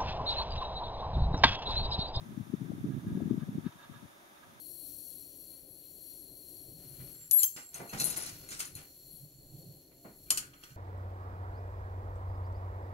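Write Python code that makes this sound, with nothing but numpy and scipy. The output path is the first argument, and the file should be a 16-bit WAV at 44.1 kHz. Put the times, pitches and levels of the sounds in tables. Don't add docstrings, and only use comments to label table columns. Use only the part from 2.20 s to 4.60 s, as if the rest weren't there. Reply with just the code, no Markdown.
import sys
import numpy as np
from scipy import signal
from scipy.fft import rfft, irfft
from scipy.io import wavfile
from scipy.ndimage import uniform_filter1d

SR = 44100
rng = np.random.default_rng(int(sys.argv[2]) if len(sys.argv) > 2 else 0)


def transcribe(u):
    v = np.clip(np.atleast_2d(u).T, -1, 1)
    q = np.round(v * 32767).astype(np.int16)
    wavfile.write(sys.argv[1], SR, q)


N = 105840
TIME = np.arange(N) / SR
FREQS = np.maximum(np.arange(N // 2 + 1) * SR / N, 1)


def from_db(db):
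    return 10 ** (np.asarray(db) / 20)


def rms_one(x):
    return x / np.sqrt(np.mean(x ** 2) + 1e-20)


def in_time(rows):
    times, *columns = np.transpose(rows)
    return np.array([np.interp(TIME, times, column) for column in columns])


def at_hz(points):
    hz, value = np.transpose(points)
    return np.interp(np.log(FREQS), np.log(hz), value)


def bell(offset):
    return np.exp(-.5 * np.minimum(offset ** 2, 100))


def resonance(hz, width_hz):
    return 1 / np.sqrt(1 + ((FREQS - hz) / (width_hz / 2)) ** 4)


def panned(pan_db):
    sides = from_db([[pan_db / 2], [-pan_db / 2]])
    return sides / np.sqrt(np.sum(sides ** 2))


def delayed(x, lag_s):
    return np.interp(TIME - lag_s, TIME, x)


def noise(gain):
    return rms_one(irfft(rfft(rng.standard_normal(N)) * gain, N))


def stereo_noise(gain, correlation):
    mid, side = rfft(rng.standard_normal((2, N))) * gain
    mid, side = mid * np.sqrt(1 + correlation), side * np.sqrt(1 - correlation)
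    return rms_one(irfft(np.array([mid + side, mid - side]), N))


# (frequency [Hz], relative spectral density [dB])
HISS_SPECTRUM = [(25, 1), (45, 3), (70, 7), (110, -2), (200, 12.5), (330, 19.5), (420, 11.5), (475, 3),
                 (560, 18), (850, 15), (1400, 12.5), (2000, 9.5), (3000, 2), (3500, 7.5), (4100, -0.5),
                 (5000, -0.5), (6200, 2), (7000, 0.5), (7400, -5.5), (7800, -9), (8100, -2), (8400, -5.5),
                 (9000, 0), (10000, 1.5), (15500, -4)]
# (frequency [Hz], correlation [-1 to 1])
HISS_CORRELATION = [(100, 0.48), (420, 0.83), (600, -0.17), (1400, -0.8), (2500, -0.32), (3500, 0.11),
                    (5000, 0.27), (7000, 0.27), (10000, 0.49), (15000, 0.45)]
def hiss(level_db=-58):
    return from_db(level_db) * stereo_noise(from_db(at_hz(HISS_SPECTRUM)), at_hz(HISS_CORRELATION))


# (frequency [Hz], bandwidth [Hz], relative level [dB], left minus right [dB])
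RESONANCES = [(952, 85, -7, 5.5), (1242, 193, -3.5, -10), (1620, 220, -5.5, -18), (2480, 3100, -7, 2),
              (3657, 100, -10, -3)]
# (time [s], level [dB], half length [s], whistle relative to swell [dB])
AIR_SWELLS = [(0.726, -71.5, 0.014, 11), (.8, -76.5, 0.0087, 14), (0.889, -66, 0.014, 11.5),
              (0.982, -67, 0.032, 2.5), (1.102, -63, 0.012, -2), (1.216, -62.5, 0.021, 4.5),
              (1.469, -55, 0.016, -6.5), (1.528, -59, 0.0071, -4), (1.632, -57, 0.025, 1),
              (1.76, -60, 0.026, -4), (2.176, -61.5, 0.012, -11), (2.237, -62, 0.0084, 2.5)]
def hollow_rush(floor_db=-65, correlation=0.69, left_lag_s=0.00006):
    left, right = sum(from_db(db) * panned(pan_db) * stereo_noise(resonance(hz, width_hz), correlation)
                      for hz, width_hz, db, pan_db in RESONANCES)
    swells = sum(from_db(db) * bell((TIME - s) / half_s) for s, db, half_s, _ in AIR_SWELLS)
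    return np.array([delayed(left, left_lag_s), right]) * (from_db(floor_db) + swells)


def whistle(left_lag_s=0.000097):
    envelope = sum(from_db(db + whistle_db) * bell((TIME - s) / half_s)
                   for s, db, half_s, whistle_db in AIR_SWELLS)
    tone = envelope * noise(resonance(hz=1651, width_hz=36))
    return panned(pan_db=-4) * np.array([delayed(tone, left_lag_s), tone])


# (time [s], level [dB], left minus right [dB])
PORT_PUFFS = [(.519, -41.5, 6), (.976, -53, 13), (1.007, -42.5, 1)]
def puffs(half_s=0.0028):
    envelope = sum(from_db(db) * panned(pan_db) * bell((TIME - s) / half_s)
                   for s, db, pan_db in PORT_PUFFS)
    swirl = stereo_noise(resonance(hz=620, width_hz=260), correlation=-0.2)
    power = uniform_filter1d(swirl ** 2, size=500)
    return envelope * swirl / np.sqrt(power + 1e-9)


# (frequency [Hz], relative spectral density [dB])
TURBULENCE_SPECTRUM = [(20, -19), (45, -3), (65, -14.5), (95, -5), (135, 3), (230, 1.5), (320, -6),
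                       (410, -16), (480, -24), (700, -42.5), (1500, -49), (4000, -67)]
def port_rumble(flow_db, gain_db=1.5, lump_db=6, lump_hz=47, crossover_hz=150):
    pressure = noise(from_db(at_hz(TURBULENCE_SPECTRUM)))
    lumps = noise(1 / (1 + (FREQS / lump_hz) ** 2))
    pressure *= from_db(lump_db * lumps)
    power = uniform_filter1d(uniform_filter1d(pressure ** 2, size=1400), size=1400)
    pressure /= np.sqrt(power + 1e-9)
    low = irfft(rfft(pressure) / (1 + (FREQS / crossover_hz) ** 4), N)
    high = pressure - low
    tilt_db = 0.51 * (flow_db + 37)
    brightness = from_db(tilt_db / 2)
    return (low / brightness + high * brightness) * from_db(flow_db + gain_db)


PORT_LAG_S = 0.00022
# (time [s], left level [dB], right level [dB])
PORT_FLOW = [(0, -49.5, -70), (.1, -44, -46.5), (.2, -45.5, -54.5), (.245, -50.5, -75), (.28, -40, -64),
             (.37, -52.5, -57), (.43, -35, -48), (.465, -41, -59), (.52, -42, -48.5), (.6, -44, -42),
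             (.68, -49, -34), (.77, -47, -35.5), (.82, -50, -45.5), (.9, -35.5, -34.5), (1.0, -33, -45.5),
             (1.15, -38.5, -44), (1.25, -37.5, -55), (1.32, -46, -43), (1.395, -37.5, -43.5),
             (1.425, -52.5, -68), (1.46, -32, -62), (1.51, -68, -72), (1.64, -72, -77), (1.72, -48, -55),
             (1.81, -62, -68), (1.85, -45, -59), (1.88, -73, -81), (2.18, -81, -78), (2.3, -59, -64),
             (2.4, -79, -62)]
def rumble(leak_db=-16):
    left, right = [port_rumble(flow_db) for flow_db in in_time(PORT_FLOW)]
    leaked = np.array([delayed(right, PORT_LAG_S), delayed(left, PORT_LAG_S)])
    return np.array([left, right]) + from_db(leak_db) * leaked


# (time [s], relative level [dB], left minus right [dB], frequency [Hz])
EDDY_STRIKES = [(.024, -31, 14, 152), (.178, -23.5, 16, 205), (.2, -31.5, 20, 202), (0.21, -26.5, 12, 159),
                (.339, -16, 16.5, 274), (.417, -24, 13, 203), (.504, -22, 23, 229), (0.537, -27.5, 6, 238),
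                (.584, -26, 11, 233), (.644, -19.5, 10, 226), (.706, -23, -15, 234),
                (0.766, -24.5, -13, 214), (0.87, -23, 9, 215), (0.955, -22.5, -7, 175),
                (0.975, -18, 13, 243), (1.022, -15.5, 14, 240), (1.058, -21.5, 8, 221),
                (1.077, -19.5, 16, 226), (1.111, -13, 15, 277), (1.144, -20, 15, 260), (1.18, -18, 14, 197),
                (1.223, -24, 14, 176), (1.292, -22, 5, 185), (1.32, -30.5, -3, 192),
                (1.353, -24.5, -14, 200), (1.383, -21, 17, 244), (1.466, -21.5, 12, 224),
                (1.558, -42, 28, 162), (1.699, -37, 23, 226), (1.765, -44, 12, 139),
                (1.832, -32.5, 34, 214)]
def eddies(gain_db=-0.5, half_cycles=0.5, wake_db=-14.5, wake_lag_s=0.0015, wake_half_s=0.0084):
    thumps = np.zeros((2, N))
    churn = from_db(wake_db) * noise(from_db(at_hz(TURBULENCE_SPECTRUM)))
    for (s, db, pan_db, hz), phase in zip(EDDY_STRIKES, rng.random(len(EDDY_STRIKES))):
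        cycles = (TIME - s) * hz
        swing = bell(cycles / half_cycles) * np.cos(2 * np.pi * (cycles + phase))
        wake = churn * bell((TIME - s - wake_lag_s) / wake_half_s)
        near = swing + wake
        far = delayed(near, PORT_LAG_S)
        channels = np.array([near, far] if pan_db > 0 else [far, near])
        thumps += from_db(db + gain_db) * panned(pan_db) * channels
    return thumps


def scene(bass_cut_hz=82.2, notch_db=-5.5):
    bass_cut = signal.butter(4, bass_cut_hz, "high", fs=SR, output="sos")
    notch = from_db(notch_db * resonance(hz=469, width_hz=34))
    buffeting = signal.sosfilt(bass_cut, rumble() + eddies())
    buffeting = irfft(rfft(buffeting) * notch, N)
    return buffeting + puffs() + hollow_rush() + whistle() + hiss()


def record(dry, cutoff_hz=15650):
    return signal.sosfilt(signal.ellip(12, .1, 70, cutoff_hz, fs=SR, output="sos"), dry)


dry = scene()
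out = record(dry)
transcribe(out)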